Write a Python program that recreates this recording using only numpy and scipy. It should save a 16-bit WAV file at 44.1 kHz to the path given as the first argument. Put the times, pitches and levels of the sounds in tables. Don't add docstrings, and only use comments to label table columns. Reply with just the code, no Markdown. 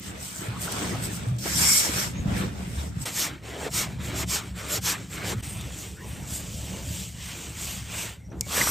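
import sys
import numpy as np
from scipy import signal
from scipy.fft import rfft, irfft
from scipy.io import wavfile

SR = 44100
rng = np.random.default_rng(int(sys.argv[2]) if len(sys.argv) > 2 else 0)


def transcribe(u):
    v = np.clip(np.atleast_2d(u).T, -1, 1)
    q = np.round(v * 32767).astype(np.int16)
    wavfile.write(sys.argv[1], SR, q)


N = 383714
TIME = np.arange(N) / SR
TAPS = 8192
HZ = np.fft.rfftfreq(TAPS, 1 / SR)
CLOSE_FROM_S, PALMS_FROM_S = 3.05, 5.42
CONTACT_ATTACK_S = 0.032


def sliding(fizz_db):
    # (frequency [Hz], spectral level [dB])
    light_spectrum = [(1500, -25), (3000, -1), (4000, -4), (6200, -2), (9000, -3), (10500, -15.5),
                      (15000, -6.5)]
    # (frequency [Hz], spectral level [dB])
    firm_spectrum = [(1500, -30.5), (3000, -1.5), (4000, 0.5), (5000, 1), (6400, 3), (7500, 3),
                     (9300, -4.5), (10400, -3), (12000, 0), (15000, -5.5)]
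    # (time [s], share of the fizz power [0-1])
    bare_steel = [(1.3, 0.05), (1.39, 0.2), (1.5, 0.36), (1.7, 1), (1.9, 0.5), (2.1, 0.45), (2.3, 0.36),
                  (8.15, 0), (8.25, 0.5), (8.5, 0), (8.7, 0.9)]
    dust = clicks(10000, 2.7)
    loose = evened(colour(dust, hiss(light_spectrum, 8000, peak_db=1.5)))
    near = evened(colour(dust, hiss(light_spectrum, 7470, peak_db=1.5)))
    light = np.where(TIME < CLOSE_FROM_S, loose, near)
    firm = evened(colour(clicks(22000, 1.9), spectrum(firm_spectrum)))
    powder = blend(light, firm, np.interp(fizz_db, [-43, -31], [0, 1]))

    slips = clicks(14000, 2.2)
    first = evened(colour(slips, wall(2)))
    last = evened(colour(slips, wall(3)))
    rubbed = np.where(TIME < PALMS_FROM_S, first, last)
    steel = evened(echoed(rubbed, t60=0.2, wet_db=0))

    contact = blend(powder, steel, curves(bare_steel)[0])
    fizz = shifting(contact, patch_db=1.5, width_hz=1300, length_s=0.047)
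    return fizz * amp(fizz_db + 3.7) * flutter(41, 0.52)


def wall(column):
    # (frequency [Hz], width [Hz], level before the palm rubbing [dB], level after it begins [dB])
    wall_response = [(2240, 100, -3, -4), (3330, 150, -12, -12), (4760, 250, -7, -12), (5490, 240, 2, -6),
                     (5770, 130, -6, 8), (6830, 250, -1, -6), (7520, 380, 1.5, -4), (7890, 280, -2, 3),
                     (8400, 250, -2, -3), (9010, 350, -1, -3), (11600, 1700, -5, -1)]
    return resonances([(row[0], row[1], row[column]) for row in wall_response])


def crunching(crunch_db):
    # (frequency [Hz], spectral level [dB])
    heap_spectrum = [(500, -9), (900, -4.5), (1300, -2), (1750, -2.5), (2250, -1.5), (2800, -5.5),
                     (3700, -7), (5200, -16.5), (9000, -25.5)]
    # (frequency [Hz], spectral level [dB])
    palm_spectrum = [(500, -7.5), (900, -6.5), (1300, -6), (1750, -5.5), (2250, -2.5), (2900, -2.5),
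                     (3700, -7.5), (5200, -29), (9000, -36)]
    gather_from_s = 8.2
    grit = shifting(clicks(5500, 2.4), patch_db=2.5, width_hz=310, length_s=0.06)
    heap = evened(colour(grit, spectrum(heap_spectrum)))
    palms = evened(colour(grit, spectrum(palm_spectrum)))
    between_palms = (TIME > PALMS_FROM_S) & (TIME < gather_from_s)
    return np.where(between_palms, palms, heap) * amp(crunch_db - 0.5) * flutter(33, 0.43)


def packing(deep_db):
    # (frequency [Hz], spectral level [dB])
    deep_spectrum = [(160, -23), (290, 4.5), (380, 1.5), (500, -1.5), (680, -4.5), (880, -9.5), (1300, -26),
                     (2600, -58)]
    grit = shifting(clicks(1800, 0.94), patch_db=4.5, width_hz=58, length_s=0.1)
    return evened(colour(grit, spectrum(deep_spectrum))) * amp(deep_db - 0.33)


def handwork():
    # (time at the firmest [s], length [s], fizz [dB], crunch [dB], muffled crunch [dB])
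    scoop_strokes = [(.065, 0.12, -46, -47, -50), (.16, 0.21, -70, -49, -45.5), (.27, 0.21, -46, -49, -64),
                     (.47, 0.21, -64, -42, -44), (.79, 0.38, -41, -37.5, -40),
                     (1.07, 0.52, -49.5, -43, -44), (1.485, 0.096, -36, -37.5, -42),
                     (1.655, 0.24, -25.5, -33.5, -47), (1.755, 0.2, -24.5, -48, -50),
                     (1.845, 0.19, -36.5, -34.5, -40.5), (1.995, 0.17, -33, -34, -40.5),
                     (2.19, 0.35, -60, -48, -47.5), (2.385, 0.21, -47.5, -38, -41.5),
                     (2.63, 0.28, -54, -46.5, -47.5), (2.81, 0.18, -49, -46.5, -44.5),
                     (3.01, 0.16, -56, -49.5, -54), (8.365, 0.13, -83, -65, -43),
                     (8.6, 0.17, -27.5, -28, -39), (8.685, 0.048, -26, -40, -37)]
    # (fizz [dB], crunch [dB], muffled crunch [dB])
    rest_db = [-70, -69, -62]
    # (time [s], length [s], muffled crunch [dB])
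    landings = [(0.925, 0.31, -45.5), (1.3, 0.19, -50), (1.6, 0.29, -42), (2.308, 0.19, -39.5),
                (2.417, 0.25, -43), (3.996, 0.6, -46), (5.674, 0.087, -51), (6.118, 0.051, -62)]
    # (time [s], rumble [dB])
    leaning = [(0, -43), (.35, -45.5), (.55, -38.5), (1.15, -38), (1.45, -39), (1.8, -42), (2.1, -33.5),
               (3.02, -39.5), (3.08, -45), (3.65, -44.5), (4.0, -38), (4.3, -39.5), (5.15, -41),
               (5.38, -34.5), (5.52, -42), (6.03, -41.5), (6.25, -39.5), (6.85, -37.5), (7.15, -43),
               (7.5, -44), (7.8, -39), (8.22, -47.5), (8.37, -39), (8.7, -36.5)]
    shake_db = 9

    gestures = strokes(scoop_strokes, shape=2.18) + abrupt_onsets() + pushing() + pulling() + rubbing()
    fizz, crunch, deep = gestures + amp(rest_db)[:, None] ** 2
    fallen = sum((amp(db) * swell(s, length)) ** 2 for s, length, db in landings)
    rumble = amp(curves(leaning)[0]) ** 2 + amp(shake_db) ** 2 * fallen
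    return 10 * np.log10([fizz, crunch, deep + fallen, rumble])


def strokes(rows, shape):
    return sum((amp(levels_db)[:, None] * swell(s, length, shape)) ** 2 for s, length, *levels_db in rows)


def abrupt_onsets():
    # (time [s], fading [s], fizz [dB], crunch [dB], muffled crunch [dB])
    onsets = [(1.388, 0.059, -42.5, -62, -62), (3.054, 0.064, -35.5, -34, -39.5),
              (5.437, 0.026, -42.5, -51, -59), (8.317, 0.055, -85, -61, -48)]
    attack_s = 0.004
    return sum((amp(levels_db)[:, None] * held(s, s, attack_s, fading)) ** 2 for s, fading, *levels_db in onsets)


def pushing():
    # (start [s], length [s], fizz on entry [dB], fizz at full reach [dB],
    # crunch at the end [dB], muffled crunch at the end [dB])
    forward_rakes = [(3.461, 0.21, -54, -46, -36.5, -33.5), (4.017, 0.21, -64, -36, -35, -37.5),
                     (4.583, 0.19, -46, -31, -35, -36), (5.135, 0.19, -52, -37.5, -34, -35.5)]
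    crunch_build_db, deep_build_db = 7.5, 10.5
    power = np.zeros((3, N))
    for start, length, entry_db, reach_db, crunch_db, deep_db in forward_rakes:
        end = start + length
        contact = held(start, end, CONTACT_ATTACK_S, release_s=0.02)
        to_go = np.clip((end - TIME) / length, 0, 1)
        entry = amp(entry_db) * swell(start + 0.019, 0.12)
        reach = amp(reach_db) * swell(end - 0.032, 0.09)
        crunch = amp(crunch_db - crunch_build_db * to_go)
        deep = amp(deep_db - deep_build_db * to_go)
        fizz = entry + reach + amp(-16.5) * crunch
        power += (contact * np.array([fizz, crunch, deep])) ** 2
    return power


def pulling():
    # (time at the fastest [s], length [s], fizz [dB], fizz of the spill [dB])
    backward_rakes = [(3.211, 0.13, -29.5, -59), (3.789, .11, -29, -53.5), (4.342, 0.1, -29, -51.5),
                      (4.889, 0.1, -28, -52)]
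    shape, lean = 2.43, 0.048
    lag_s, drag_db = 0.015, [-3.5, -16.5]
    spill_after_s, spill_s, spill_crunch_db, spill_deep_db = 0.11, 0.14, -45, -48
    power = np.zeros((3, N))
    for s, length, db, spill_db in backward_rakes:
        sweep = swell(s, length, shape, lean)
        drag = swell(s + lag_s, 1.17 * length, shape)
        crunch, deep = amp(drag_db)[:, None] * drag
        power += (amp(db) * np.array([sweep, crunch, deep])) ** 2
        spill_gain = amp([spill_db, spill_crunch_db, spill_deep_db])[:, None]
        power += (spill_gain * swell(s + spill_after_s, spill_s)) ** 2
    return power


def rubbing():
    # (time at the fastest [s], length [s], fizz [dB], crunch [dB], muffled crunch [dB])
    palm_strokes = [(5.49, 0.32, -56, -45.5, -49.5), (5.64, 0.19, -50.5, -45, -53),
                    (5.81, 0.26, -46.5, -47, -51), (6.14, 0.28, -52.5, -48.5, -45.5),
                    (6.38, 0.32, -47.5, -46.5, -48), (6.58, 0.27, -45, -53, -59),
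                    (6.75, 0.29, -45, -44.5, -44.5), (6.975, 0.25, -40, -47, -51.5),
                    (7.27, 0.22, -43.5, -44, -72), (7.42, 0.22, -44, -44, -47.5),
                    (7.68, 0.3, -39.5, -41.5, -56.5), (8.0, 0.24, -40.5, -37.5, -46.5)]
    # (fizz [dB], crunch [dB], muffled crunch [dB])
    stream_db = [-57.5, -60.5, -80]
    stream = amp(stream_db)[:, None] * held(4.9, 8.08, CONTACT_ATTACK_S, release_s=0.058)
    return strokes(palm_strokes, shape=2.4) + stream ** 2


def trickling():
    # (time [s], length [s], fizz [dB], peak frequency [Hz])
    spills = [(.245, 0.084, -42.5, 8050), (0.392, 0.2, -43, 7900), (0.638, 0.071, -36, 8160),
              (0.723, 0.0098, -31.5, 9200), (1.049, 0.059, -37, 8150), (1.15, 0.073, -39.5, 8150),
              (1.285, 0.033, -54, 8150), (1.44, 0.054, -41, 5370), (2.387, 0.065, -43, 8700),
              (2.734, 0.15, -53, 8400), (3.027, 0.054, -43, 7950), (3.744, 0.026, -36, 7000),
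              (4.062, 0.088, -43, 7400), (5.137, 0.061, -42.5, 7500), (5.502, 0.19, -43.5, 8700),
              (5.613, 0.008, -43, 7200), (5.81, 0.09, -44, 7000), (6.11, 0.15, -50.5, 8650),
              (6.347, 0.12, -36.5, 7500), (7.64, 0.098, -39, 7500), (8.006, 0.14, -39, 8000),
              (8.497, 0.16, -48, 7160), (8.642, 0.11, -42, 8100)]
    # (frequency [Hz], spectral level [dB])
    trickle_spectrum = [(2500, -17), (5000, -8.5), (7000, -12), (11800, -8), (15000, -9)]
    grains = shifting(clicks(7000, 2.8), patch_db=2.2, width_hz=600, length_s=0.05) * flutter(60, 1.0)
    out = np.zeros((2, N))
    for s, length, db, hz in spills:
        near = abs(TIME - s) < 2 * length
        spill = evened(colour(grains[:, near], hiss(trickle_spectrum, hz, peak_db=2.0)))
        out[:, near] += spill * amp(db + 4.0) * swell(s, length)[near]
    return out


def hiss(points, peak_hz, peak_db):
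    return np.hypot(spectrum(points), resonances([(peak_hz, 1080, peak_db)]))


def pats():
    # (time [s], rms level before the envelope [dB], pitch [Hz], decay to 1/e [s])
    pat_events = [(0.676, -39.5, 760, 0.061), (0.805, -32, 376, 0.02), (0.912, -31, 330, 0.014),
                  (0.945, -33, 620, 0.02), (1.298, -51, 1500, 0.0061), (1.456, -24.5, 675, 0.0081),
                  (1.6, -36.5, 1030, 0.056), (1.845, -35, 714, 0.017), (1.888, -33, 343, 0.021),
                  (2.262, -38, 500, 0.011), (2.334, -46, 500, 0.017), (2.555, -44, 450, 0.018),
                  (3.605, -37, 450, 0.026), (3.646, -41, 520, 0.015), (8.314, -52, 1300, 0.057),
                  (8.464, -39, 540, 0.011), (8.577, -34, 1090, .03), (8.671, -23, 1190, 0.013)]
    out = np.zeros(N)
    for s, *pat in pat_events:
        add(out, s, crush(*pat))
    return out


def clods(crunch_db):
    per_s, low_hz, high_hz = 16, 400, 2200
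    largest_db, spread_db = 6, 9
    out = np.zeros(N)
    draws = rng.random((int(CLOSE_FROM_S * per_s), 3))
    for slot, (when, smallness, pitch) in enumerate(draws):
        s = (slot + when) / per_s
        db = crunch_db[int(s * SR)] + largest_db - spread_db * smallness
        add(out, s, crush(db, low_hz * (high_hz / low_hz) ** pitch, decay=0.007))
    return out


def crush(db, hz, decay):
    t = np.arange(SR // 4) / SR
    gain = resonances([(hz, 0.83 * hz, 0)]) ** 2
    crumbs = evened(colour(rng.standard_normal((1, len(t))), gain))[0]
    return amp(db) * crumbs * (1 - np.exp(-t / 0.0033)) * np.exp(-t / decay)


def thumps():
    # (time [s], level 7.5 dB above the peak [dB], pitch [Hz], T60 [s])
    blows = [(0.482, -15.5, 115.6, 0.14), (0.898, -25, 173, 0.1), (1.268, -12, 116.2, 0.3),
             (1.316, -10, 119.9, 0.28), (1.456, -17, 336, 0.022), (1.892, -16, 244, 0.039),
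             (2.194, -16, 74, 0.099), (2.256, -15, 180, 0.066), (2.327, -22, 95, .12),
             (2.764, -16, 72.4, 0.46), (2.968, -12.5, 145, 0.04), (3.008, -17.5, 129, 0.068),
             (3.96, -30, 132, 0.15), (4.499, -25, 65, 0.28), (4.832, -24, 110, 0.25),
             (5.363, -19, 114, 0.15), (6.871, -18.5, 76.4, 0.31), (7.094, -28, 71.6, 0.22),
             (8.385, -25, 97, 0.082), (8.577, -13.5, 493, 0.021), (8.672, -12, 760, 0.0067)]
    out = np.zeros(N)
    t = np.arange(SR // 3) / SR
    for s, db, hz, t60 in blows:
        rise = 1 - np.exp(-t * hz / 0.38)
        swing = np.sin(2 * np.pi * hz * t) * rise * amp(-60 * t / t60)
        add(out, s, amp(db - 7.5) * swing / abs(swing).max())
    return out


def squeaks():
    # (time at the loudest [s], rms level before the envelope [dB],
    # pitch [Hz], length [s], glide [octaves per s], spread to each side of the pitch [Hz])
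    squeak_events = [(0.554, -42.5, 1090, 0.05, 2, 190), (0.68, -34, 1420, 0.011, 4.5, 89),
                     (0.832, -41.5, 1100, 0.043, -7.5, 157), (0.948, -42, 1200, 0.025, 0, 150),
                     (2.19, -50, 6570, 0.062, 0.5, 300), (2.79, -45, 3700, 0.025, 0, 280),
                     (5.986, -52, 1500, .03, 1.5, 130), (6.003, -49.5, 1820, 0.043, 2, 130),
                     (6.044, -50.5, 973, 0.057, -1.5, 100), (8.229, -64, 2090, 0.089, 0.5, 130),
                     (8.26, -61, 5720, 0.027, 0.5, 220), (8.306, -55, 5780, .006, 0, 150),
                     (8.32, -61, 5850, .016, -2, 152), (8.615, -22, 2050, 0.009, -3.5, 200)]
    out = np.zeros(N)
    t = np.arange(SR // 4) / SR - 1 / 8
    for s, db, hz, length, glide, width_hz in squeak_events:
        carrier = np.exp(2j * np.pi * np.cumsum(hz * 2 ** (glide * t)) / SR)
        run = (carrier * (0.5 + wavering(width_hz, size=len(t)))).real
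        add(out, s + t[0], amp(db) * run / run.std() * np.exp(-2 * (t / length) ** 2))
    return out


def nail():
    # (time [s], peak level of the direct tick [dB])
    nail_ticks = [(1.3645, -39), (1.3845, -38), (8.408, -9.5)]
    # (frequency [Hz], spectral level [dB])
    tick_spectrum = [(500, -34), (1500, -28), (2400, -16), (3800, -19), (4500, -13), (5100, -2), (6200, -4),
                     (7400, 1), (9500, -8), (11500, -9), (16000, -20)]
    # (frequency [Hz], level [dB], T60 [s])
    lingering_tones = [(2200, -28, .13), (2255, -33, .4), (4339, -43, .08), (4995, -29, .035),
                       (5690, -36, .06), (7192, -37, .06), (7854, -39, .07)]
    travel_s, travel_hz = 0.002, 7000
    t = np.arange(TAPS) / SR
    phase = -4 * np.pi * travel_s * np.sqrt(travel_hz * HZ)
    tick = irfft(spectrum(tick_spectrum) * np.exp(1j * phase))
    scatter = amp(-27) * rng.standard_normal(TAPS) * np.exp(-t / 0.004) * (t > 0.0008)
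    chatter = tick + signal.fftconvolve(tick, scatter)[:TAPS]

    linger = np.zeros(TAPS)
    for hz, db, t60 in lingering_tones:
        uneven = 0.75 + 0.6 * wavering(70, size=TAPS)
        linger += (np.exp(2j * np.pi * hz * t) * uneven).imag * amp(db - 60 * t / t60)
    sound = chatter / abs(tick).max() + linger * np.clip(t / travel_s - 1, 0, 1)

    out = np.zeros(N)
    for s, db in nail_ticks:
        add(out, s, amp(db) * sound)
    return out


def rumbling(rumble_db):
    # (frequency [Hz], spectral level [dB])
    rumble_spectrum = [(20, -33), (35, -1.5), (55, -2), (80, -2), (130, -2), (200, -1.5), (270, -1.5),
                       (420, -18.5)]
    # (frequency [Hz], width [Hz], level [dB])
    bowl_modes = [(71, 10.3, 2.5), (109.8, 5.4, 5), (137, 13, -4), (179.6, 30.3, -2)]
    gain = spectrum(rumble_spectrum) * resonances(bowl_modes)
    lumps = clicks(1200, 3.8)
    octaves = np.log2(HZ / 100 + 0.05)
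    tilts_db = 1.2, -0.5, -2.8
    stages = [evened(colour(lumps, gain * amp(tilt_db * octaves))) for tilt_db in tilts_db]
    return by_stage(*stages) * amp(rumble_db + 2.0) * flutter(3.1, 1)


def clicks(per_s, spread_db):
    size = amp(spread_db * np.minimum(rng.exponential(1, N), 4)) * (rng.random(N) < per_s / SR)
    return size * np.array([rng.choice([-1., 1.], N), rng.standard_normal(N)])


def flutter(per_s, depth_db):
    low_pass = 1 / (1 + (np.fft.rfftfreq(N, 1 / SR) / per_s) ** 4)
    slow = irfft(rfft(rng.standard_normal(N)) * low_pass, N)
    return amp(depth_db * slow / slow.std())


def shifting(pair, patch_db, width_hz, length_s):
    z = signal.stft(pair, nperseg=512, noverlap=384)[2]
    across = np.fft.fftfreq(z.shape[1], SR / 512)
    along = np.fft.fftfreq(z.shape[2], 128 / SR)
    smooth = np.exp(-(across[:, None] * width_hz) ** 2 - (along * length_s) ** 2)
    patches = np.fft.ifft2(np.fft.fft2(rng.standard_normal(z.shape[1:])) * smooth).real
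    gain = amp(patch_db * patches / patches.std())
    return signal.istft(z * gain / np.sqrt(np.mean(gain ** 2)), nperseg=512, noverlap=384)[1][:, :N]


def wavering(width_hz, size):
    low_pass = signal.butter(2, width_hz, fs=SR, output="sos")
    stray = signal.sosfilt(low_pass, [1, 1j] @ rng.standard_normal((2, size)))
    return stray / stray.std()


def echoed(pair, t60, wet_db):
    t = np.arange(SR // 2) / SR
    arrivals = rng.standard_normal((2, len(t))) * (rng.random((2, len(t))) < 2000 / SR)
    tail = arrivals * amp(-60 * t / t60) * (t > 0.002)
    wet = signal.oaconvolve(pair, tail / np.linalg.norm(tail[0]), axes=1)[:, :N]
    return pair + amp(wet_db) * wet


def swell(s, length, shape=2, lean=0):
    span = length * (1 - lean * np.sign(TIME - s))
    return np.exp(-np.minimum(abs(2 * (TIME - s) / span), 6) ** shape)


def held(start, end, attack_s, release_s):
    before, after = np.maximum(start - TIME, 0), np.maximum(TIME - end, 0)
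    return np.exp(-(before / attack_s) ** 2 - (after / release_s) ** 2)


def resonances(modes):
    power = 0
    for hz, width, db in modes:
        detuning = (HZ ** 2 - hz ** 2) / (width * HZ + 1e-9)
        power = power + amp(db) ** 2 / (1 + detuning ** 2)
    return np.sqrt(power)


def spectrum(points):
    hz, db = np.transpose(points)
    return amp(np.interp(np.log(HZ + 1), np.log(hz), db))


def colour(x, gain):
    log_gain = np.log(np.maximum(gain, 1e-5))
    circle = np.concatenate([log_gain, log_gain[-2:0:-1]])
    ring = np.fft.ifft(np.exp(np.conj(signal.hilbert(circle)))).real[:TAPS // 2]
    return signal.oaconvolve(x, ring[None], axes=1)[:, :x.shape[1]]


def evened(pair):
    return pair / np.sqrt(np.mean(pair[0] ** 2) + 1e-20)


def blend(a, b, share):
    share = np.clip(share, 0, 1)
    return np.sqrt(1 - share) * a + np.sqrt(share) * b


def by_stage(scooping, raking, palms):
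    return np.select([TIME < CLOSE_FROM_S, TIME < PALMS_FROM_S], [scooping, raking], palms)


def curves(rows):
    s, *columns = np.transpose(rows)
    return [np.interp(TIME, s, c) for c in columns]


def amp(db):
    return 10 ** (np.asarray(db) / 20)


def add(mix, s, sound):
    part = mix[round(s * SR):][:len(sound)]
    part += sound[:len(part)]


def scene():
    # (frequency [Hz], side gain [dB])
    wide_spectrum = [(60, -15), (200, -11), (400, -5), (750, 2), (1600, 1), (2300, -4), (3000, -1),
                     (4200, -4), (5500, 0), (7000, -2), (8400, -8), (12000, -14)]
    # (frequency [Hz], side gain [dB])
    close_spectrum = [(60, -20), (200, -13), (450, -11), (950, -7), (1600, -8), (2300, -15), (3200, -9),
                      (4200, -18), (8500, -28)]
    # (frequency [Hz], side gain [dB])
    closest_spectrum = [(60, -20), (200, -13), (950, -8), (1600, -8), (2300, -25), (3200, -21), (4200, -30)]
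    fizz_db, crunch_db, deep_db, rumble_db = handwork()
    flour = sliding(fizz_db) + crunching(crunch_db) + packing(deep_db) + trickling()
    mid, side = flour + rumbling(rumble_db)
    widths = wide_spectrum, close_spectrum, closest_spectrum
    side = by_stage(*[colour(side[None], spectrum(width))[0] for width in widths])
    mid = mid + pats() + clods(crunch_db) + thumps() + squeaks() + nail()
    return np.array([mid + side, mid - side])


def record(dry):
    # (frequency [Hz], lag [cycles])
    treble_lag = [(8800, 0), (9550, .3), (9850, .49), (10550, .51), (11000, .75), (11800, .99),
                  (12700, 1.01), (13100, 1.2), (13350, 1.49), (14200, 1.51), (14600, 1.75), (15300, 1.85)]
    # (time [s], length [s])
    dips = [(3.051, 0.01), (5.418, 0.017)]
    edge_hz = 15250
    lag = np.interp(np.fft.rfftfreq(N, 1 / SR), *np.transpose(treble_lag))
    turned = irfft(rfft(dry) * np.exp(1j * np.pi * np.array([-lag, lag])), N)
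    heard = signal.sosfilt(signal.butter(3, 33, "highpass", fs=SR, output="sos"), turned)
    gate = np.prod([1 - 0.82 * np.exp(-(2 * (TIME - s) / length) ** 4) for s, length in dips], axis=0)
    low_pass = signal.firwin(511, edge_hz, window=("kaiser", 9), fs=SR)
    return signal.oaconvolve(heard * gate, low_pass[None], "same")


dry = scene()
out = record(dry)
transcribe(out)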